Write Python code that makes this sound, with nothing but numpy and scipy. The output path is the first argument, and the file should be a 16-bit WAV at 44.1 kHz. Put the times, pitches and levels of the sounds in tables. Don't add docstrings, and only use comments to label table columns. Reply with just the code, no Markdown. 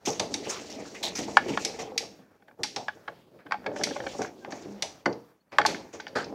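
import sys
import numpy as np
from scipy import signal
from scipy.io import wavfile
from scipy.ndimage import uniform_filter1d

SR = 44100
rng = np.random.default_rng(int(sys.argv[2]) if len(sys.argv) > 2 else 0)


def wrap_up_sound(samples):
    columns = np.atleast_2d(samples).T
    tamed = np.clip(columns, -1, 1)
    steps = np.round(tamed * 32767).astype(np.int16)
    wavfile.write(sys.argv[1], SR, steps)


N = 279682

# (frequency [Hz], density [dB per Hz])
AIR_SPECTRUM = [(30, -31.5), (81, -0.5), (179, 0), (319, -4.5), (384, -17), (632, -12), (1320, -5.5),
                (16000, -46)]
AIR_DB = -61.5
# (time [s], boards rumbling [dB], steel parts jingling [dB])
HANDLING = [(0.0, -50.5, -66), (0.33, -41, -51.5), (0.85, -47, -55), (1.53, -36.5, -48), (2.04, -51, -66),
            (2.21, -61.5, -70), (2.561, -56.5, -78), (2.77, -54, -63.5), (3.461, -60, -90),
            (3.8, -39, -60.5), (3.92, -40, -52), (4.2, -42, -49), (4.33, -51.5, -71.5), (4.73, -49.5, -59),
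            (5.53, -69.5, -84), (5.699, -35, -47), (5.95, -58, -76.5), (6.34, -39.5, -72)]
# (frequency [Hz], density [dB per Hz])
RUMBLE_SPECTRUM = [(40, -34.5), (80, -16.5), (134, -11), (226, -1), (483, -0.5), (601, -7), (840, -20),
                   (1300, -43.5)]
JINGLE_SPECTRUM = [(1290, -39), (2200, 3.5), (2430, 20), (3560, -15.5), (5090, 7.5), (6750, -6.5),
                   (7900, -24.5), (10400, -42.5), (15100, -37.5), (16000, -54.5)]
RUB_SPECTRUM = [(700, -25), (1050, 5.5), (1500, 7.5), (2400, -0.5), (3600, -12.5)]
# (time [s], steel rasp [dB], fade scale [s], webbing rub [dB], pitch of the scrape [Hz])
JERKS = [(0.052, -34, 0.1, -81, 6000), (0.445, -49.5, 0.18, -51, 2800), (0.493, -43.5, 0.1, -39, 6000),
         (0.697, -47.5, 0.063, -98, 5600), (0.851, -61, 0.06, -48.5, 4700),
         (0.945, -49.5, 0.021, -41, 2700), (1.027, -29, 0.058, -79, 3800),
         (1.15, -36.5, 0.086, -46.5, 5700), (1.48, -42.5, 0.033, -45, 2800), (1.593, -48, 0.14, -71, 2500),
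         (1.788, -41, 0.053, -42, 5900), (3.386, -96, 0.054, -52, 2100), (3.757, -51.5, 0.16, -44, 5540),
         (4.214, -45.5, 0.063, -39, 6000), (4.503, -54, 0.11, -49.5, 6300),
         (5.517, -66, 0.062, -42.5, 5300), (5.682, -52, 0.12, -42, 3480),
         (5.927, -53.5, 0.075, -47.5, 6200), (6.152, -43.5, 0.096, -33.5, 4500)]
SCRAPE_DB, SCRAPE_OCTAVES = 2.0, 0.3
BRIGHT_HZ, EVEN_DB, BRIGHTER = 6400, -44.5, 0.35

# (nominal frequency [Hz], level [dB], t60 [s])
BOARD_MODES = [(139, -22.5, 0.071), (207.3, -9.5, 1), (301, -1.5, 0.08), (370, 3.5, 0.036),
               (467.3, 9, 0.051), (569, 11, 0.03), (677, 14, 0.026), (800.5, 13, 0.029)]
STEEL_MODES = [(2220, -13.5, 0.033), (2480, -12.5, 0.016), (2680, -12.5, 0.017), (3210, -5, 0.0033),
               (3725, -9, 0.022), (4160, -3, 0.015), (4630, 3.5, 0.0098), (5200, 0, 0.0093),
               (5600, 4.5, 0.013), (6190, -5, 0.02), (11000, -7.5, 0.0018)]
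HANDLE_MODES = [(852, 7, 0.065), (1085, 14.5, 0.006), (1493, 2.5, 0.017), (1605, -3.5, 0.027),
                (1673, -6.5, 0.013), (1740, -1.5, 0.021), (2150, -1.5, 0.02), (2456, -21, 0.008),
                (3130, 8, 0.0051), (4460, 13, 0.0068)]
DETUNE = 0.022
# (time [s], peak [dB], pitch rung most [Hz])
THUMPS = [(0.067, -17.5, 494), (0.193, -21.5, 556), (0.339, -36, 770), (0.46, -25.5, 466),
          (0.783, -32, 416), (1.033, -27, 730), (1.184, -23.5, 296), (1.275, -27, 476), (1.487, -21.5, 297),
          (1.794, -28.5, 550), (2.02, -34, 490), (2.186, -44, 307), (2.589, -33, 370), (2.759, -27, 750),
          (3.082, -34, 621), (3.45, -38, 244), (3.661, -25.5, 556), (3.79, -25, 486), (4.187, -20.5, 500),
          (4.47, -32, 684), (4.519, -31, 690), (4.65, -32, 229), (4.817, -28, 755), (5.058, -15.5, 427),
          (5.522, -34.5, 654), (5.59, -22, 556), (5.668, -25.5, 580), (5.933, -34.5, 456),
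          (6.153, -18.5, 500)]
# (time [s], peak [dB])
CLICKS = [(0.129, -33), (0.196, -14.5), (0.34, -14), (1.6489, -11), (1.9773, -11.5), (2.6328, -14),
          (2.7612, -19), (3.8352, -12.5), (4.5213, -31), (4.8227, -14), (5.127, -35.5), (5.6611, -11.5),
          (6.001, -33.5), (6.0784, -36), (6.242, -33)]
THUMP_S, CLICK_S = 0.042, 0.009
# (time [s], peak [dB], pitch rung most [Hz], contact [s])
KNOCKS = [(1.369, -0.5, 1370, 0.0036), (1.573, -10.5, 1540, 0.0039), (2.421, -42, 1570, 0.006),
          (2.48, -41, 1600, .008), (2.509, -42, 1560, .006), (2.634, -27, 1200, 0.021),
          (2.761, -28, 1120, 0.011), (2.882, -17, 1560, .004), (3.077, -24, 1210, 0.01),
          (3.461, -37, 1808, 0.012), (3.509, -22, 1350, 0.0047), (3.52, -11.5, 1780, 0.0036),
          (3.541, -22.5, 960, 0.0038), (3.641, -39, 1410, 0.0047), (3.661, -19.5, 1970, 0.009),
          (3.714, -39, 1700, .006), (3.761, -28.5, 1500, 0.0048), (3.81, -26, 1470, 0.0076),
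          (3.87, -29.5, 1700, 0.0023), (3.908, -30.5, 1780, 0.0091), (3.961, -27, 1800, 0.0073),
          (4.001, -27.5, 1860, 0.0061), (4.037, -37.5, 1510, .006), (4.064, -23.5, 1900, .008),
          (4.147, -39, 1160, 0.0087), (4.216, -27, 1520, .006), (4.245, -27, 1460, .006),
          (4.447, -26, 1390, 0.0023), (4.521, -28, 1340, 0.0066), (5.057, -10, 2040, 0.0067),
          (5.584, -3, 1144, 0.0039), (5.613, -16.5, 2070, 0.0075), (5.65, -8.5, 1310, 0.0027),
          (5.655, -15, 1200, 0.0046), (5.744, -25, 1920, 0.0052), (5.998, -28.5, 1420, 0.004),
          (6.067, -24.5, 2050, 0.0032)]
# (frequency [Hz], t60 [s])
YARD_T60 = [(200, 0.44), (1000, 0.11), (5000, 0.4), (12000, 0.23)]
YARD_DB = -15.5

RUN_S, TOOTH_S = 1.656, 0.0437
TOOTH_DB, TAP_S = -33.5, 0.0017
SPOOL_HZ, SPOOL_T60 = 792, 0.044
SLACK_HZ, TAUT_HZ = 487, 566
STRAP_DB, STRAP_T60 = -2.5, 0.15
SAG_PER_S = 1.8
CRANK_FROM_S, CRANK_TO_S = 3.65, 4.16
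CRANK_DB, CRANK_SHARE = -13.5, 0.51

# (time [s], length [s], start pitch [Hz], end pitch [Hz], level [dB])
SQUEAK = [(4.4, 0.069, 1640, 1510, -55.5)]
CHIRPS = [(5.394, 0.037, 4260, 4450, -62), (5.489, 0.024, 4600, 4280, -64)]

HISS_DB = -76
CUTOFF_HZ = 16500


def amp(db):
    return 10 ** (np.asarray(db) / 20)


def rms_one(x):
    return x / np.sqrt(np.mean(x ** 2) + 1e-20)


def at_hz(points, hz):
    table = np.array(points)
    return np.interp(np.log(hz), np.log(table[:, 0]), table[:, 1])


def drift(rate_hz):
    r = np.exp(-80 * np.pi * rate_hz / SR)
    noise = rng.standard_normal(N // 40 + 2002)
    slow = signal.lfilter([1], [1, -2 * r, r * r], noise)[2000:]
    return np.interp(np.arange(N) / 40, np.arange(len(slow)), rms_one(slow))


def bands(pair):
    edges = 40 * 2 ** np.arange(0, 9.1, 1 / 2)
    for k, (lo, hi) in enumerate(zip(edges, edges[1:])):
        sos = signal.butter(2, [lo, hi], "band", fs=SR, output="sos")
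        yield np.sqrt(lo * hi), signal.sosfilt(sos, pair[k % 2])


def coloured(pair, spectrum, patchy_db, rate_hz):
    together, out = drift(rate_hz), np.zeros(N)
    low, high = spectrum[0][0], spectrum[-1][0] * 1.2
    for hz, band in bands(pair):
        if low < hz < high:
            flicker_db = patchy_db * (.5 * together + drift(rate_hz))
            out += amp(at_hz(spectrum, hz) + flicker_db) * band
    return rms_one(out)


def grains(per_s, spread_db):
    uneven = amp(spread_db * np.minimum(rng.exponential(1, (2, N)), 4))
    sizes = uneven * rng.standard_normal((2, N))
    return sizes * (rng.random((2, N)) < per_s / SR) + 1e-18


def shaken(modes, per_s):
    contacts, out = grains(per_s, spread_db=-0.5)[0], np.zeros(N)
    for hz, level_db, t60 in modes:
        r, w = amp(-60 / (t60 * SR)), 2 * np.pi * hz / SR
        out += amp(level_db) * signal.lfilter([0, np.sin(w)], [1, -2 * r * np.cos(w), r * r], contacts)
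    return rms_one(out)


def jerk_shape(start, fade_s):
    near = slice(round(start * SR), round((start + 4 * fade_s) * SR))
    since = np.arange(N)[near] / SR - start
    age = since / fade_s
    return near, np.clip(since / 0.0056, 0, 1) * np.exp(-0.8 * age - 0.82 * age ** 2)


def blows(events, modes, focus_db, hard_hz, duller_db, first_db, swell, rattle_db, rattle_t60, damped=0):
    out, t = np.zeros(N + SR), np.arange(SR // 3) / SR
    hz, level_db, t60 = np.transpose(modes)[:, :, None]
    early = t[:SR // 10]
    for s, peak_db, centre_hz, contact_s in events:
        lean_db = -focus_db * np.abs(np.log2(hz / centre_hz))
        seated_hz = hz * (1 + DETUNE * rng.standard_normal(hz.shape))
        rings = np.sin(2 * np.pi * seated_hz * early) * amp(-60 * early / t60)
        uneven_db = 2.5 * rng.standard_normal(hz.shape)
        body = (amp(level_db + lean_db + uneven_db) * rings).sum(0)
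        loose = body * amp(-damped * early)

        top_hz = np.clip(hard_hz * 2 ** (peak_db / duller_db), 2 * hz.min(), .45 * SR)
        give = signal.butter(3, [hz.min() * 0.79, top_hz], "band", fs=SR, output="sos")
        age = t / np.clip(contact_s, .001, .1)
        chatter = np.minimum(age / swell, 1) * rng.standard_normal(t.size)
        force = chatter * np.exp(-2 * age ** 2)
        force[np.argmax(age > swell)] += amp(first_db)
        rattle = chatter * amp(rattle_db - 60 * t / rattle_t60)

        sound = signal.fftconvolve(body, signal.sosfilt(give, force))
        sound += signal.fftconvolve(loose, signal.sosfilt(give, rattle))
        at = round(s * SR)
        out[at:at + sound.size] += amp(peak_db) * sound / np.abs(sound).max()
    return out[:N]


def glides(rows):
    out = np.zeros(N)
    for s, length, from_hz, to_hz, level_db in rows:
        count, at = round(length * SR), round(s * SR)
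        phase = 2 * np.pi * np.cumsum(np.linspace(from_hz, to_hz, count)) / SR
        out[at:at + count] = amp(level_db) * np.hanning(count) * np.sin(phase)
    return out


def open_air():
    return amp(AIR_DB) * coloured(rng.standard_normal((2, N)), AIR_SPECTRUM, patchy_db=4.5, rate_hz=2)


def boards_rumble():
    s, level_db, _ = np.transpose(HANDLING)
    rumble = coloured(grains(1500, spread_db=1.0), RUMBLE_SPECTRUM, patchy_db=3.0, rate_hz=5.7)
    rumble += amp(-5.5) * shaken(BOARD_MODES, 250)
    return amp(np.interp(np.arange(N) / SR, s, level_db)) * rumble


def steel_jingle():
    s, _, level_db = np.transpose(HANDLING)
    rasp = amp(np.interp(np.arange(N) / SR, s, level_db))
    for start, rasp_db, fade_s, _, _ in JERKS:
        near, shape = jerk_shape(start, fade_s)
        rasp[near] += amp(rasp_db) * shape
    jingle = coloured(grains(14000, spread_db=0.0), JINGLE_SPECTRUM, patchy_db=4.0, rate_hz=14.0)
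    jingle += amp(-5.5) * shaken(STEEL_MODES, 10000)
    jingle += amp(-17.0) * shaken(STEEL_MODES, 200)
    treble = signal.sosfilt(signal.butter(2, BRIGHT_HZ, "high", fs=SR, output="sos"), jingle)
    brightened = jingle + treble * ((rasp / amp(EVEN_DB)) ** BRIGHTER - 1)
    return rasp * brightened


def spool_scrape():
    out, grit = np.zeros(N), grains(2700, spread_db=3.5)[0]
    for start, rasp_db, fade_s, _, hz in JERKS:
        near, shape = jerk_shape(start, fade_s)
        edges_hz = hz * 2 ** (np.array([-.5, .5]) * SCRAPE_OCTAVES)
        band = signal.butter(2, edges_hz, "band", fs=SR, output="sos")
        out[near] += amp(rasp_db + SCRAPE_DB) * shape * rms_one(signal.sosfilt(band, grit[near]))
    return out


def webbing_rub():
    level = np.zeros(N)
    for start, _, fade_s, rub_db, _ in JERKS:
        near, shape = jerk_shape(start, fade_s)
        level[near] += amp(rub_db) * shape
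    return level * coloured(grains(6000, spread_db=-1.0), RUB_SPECTRUM, patchy_db=4.0, rate_hz=5.0)


def board_thumps():
    return blows([(*row, THUMP_S) for row in THUMPS], BOARD_MODES, focus_db=21.5, hard_hz=2500, duller_db=40.5,
                 first_db=34.0, swell=0.18, rattle_db=22.0, rattle_t60=0.28)


def yard(x):
    t = np.arange(SR // 2) / SR
    tail = np.zeros(t.size)
    for hz, band in bands(rng.standard_normal((2, t.size))):
        tail += band * amp(-60 * t / at_hz(YARD_T60, hz))
    tail *= np.minimum(t / 0.0032, 1)
    return signal.fftconvolve(x, tail / np.sqrt(np.sum(tail ** 2)))[:N]


def steel_clicks():
    events = [(s, db, STEEL_MODES[0][0], CLICK_S) for s, db in CLICKS]
    return blows(events, STEEL_MODES, focus_db=3.0, hard_hz=14500, duller_db=27.5, first_db=7.0,
                 swell=0.088, rattle_db=-11.0, rattle_t60=0.29, damped=7400)


def handle_knocks():
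    return blows(KNOCKS, HANDLE_MODES, focus_db=16.0, hard_hz=7900, duller_db=40.0, first_db=3.5,
                 swell=0.65, rattle_db=-13.0, rattle_t60=0.072)


def teeth():
    events = [(RUN_S + k * TOOTH_S, TOOTH_DB, SLACK_HZ) for k in range(9)]
    for s, db, *_ in KNOCKS:
        if CRANK_FROM_S < s < CRANK_TO_S:
            events.append((s, CRANK_DB + CRANK_SHARE * db, TAUT_HZ))
    out, t = np.zeros(N + SR), np.arange(SR // 4) / SR
    spool = np.sin(2 * np.pi * SPOOL_HZ * t) * amp(-60 * t / SPOOL_T60)
    for s, level_db, strap_hz in events:
        pitch = strap_hz * (1 + .04 * rng.standard_normal() - SAG_PER_S * t)
        strap = np.sin(2 * np.pi * np.cumsum(pitch) / SR) * amp(STRAP_DB - 60 * t / STRAP_T60)
        gain = amp(level_db + rng.standard_normal())
        at = round(s * SR)
        out[at:at + t.size] += gain * np.minimum(t / TAP_S, 1) * (spool + strap)
    return out[:N]


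def strain_squeak():
    return glides(SQUEAK)


def distant_bird():
    return glides(CHIRPS)


def scene():
    handling = boards_rumble() + steel_jingle() + spool_scrape() + webbing_rub()
    hits = board_thumps() + steel_clicks() + handle_knocks() + teeth()
    echoes = amp(YARD_DB) * yard(hits)
    return (open_air() + handling + hits + echoes + strain_squeak() + distant_bird())[None]


def record(dry):
    dry = dry + amp(HISS_DB) * np.diff(rng.standard_normal(N + 1))
    level_db = 10 * np.log10(uniform_filter1d(dry ** 2, size=661) + 1e-12)
    fall_db = 120 * np.arange(N) / SR
    held_db = np.maximum.accumulate(level_db + fall_db, axis=1) - fall_db
    gated = dry * amp(np.clip(held_db + 48.5, -20, 0))
    thinned = signal.sosfilt(signal.butter(3, 55, "high", fs=SR, output="sos"), gated)
    rounded = np.tanh(thinned * np.sqrt(1 + thinned ** 2)) * .97
    return signal.sosfilt(signal.cheby2(16, 70, CUTOFF_HZ, fs=SR, output="sos"), rounded)


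dry = scene()
out = record(dry)
wrap_up_sound(out)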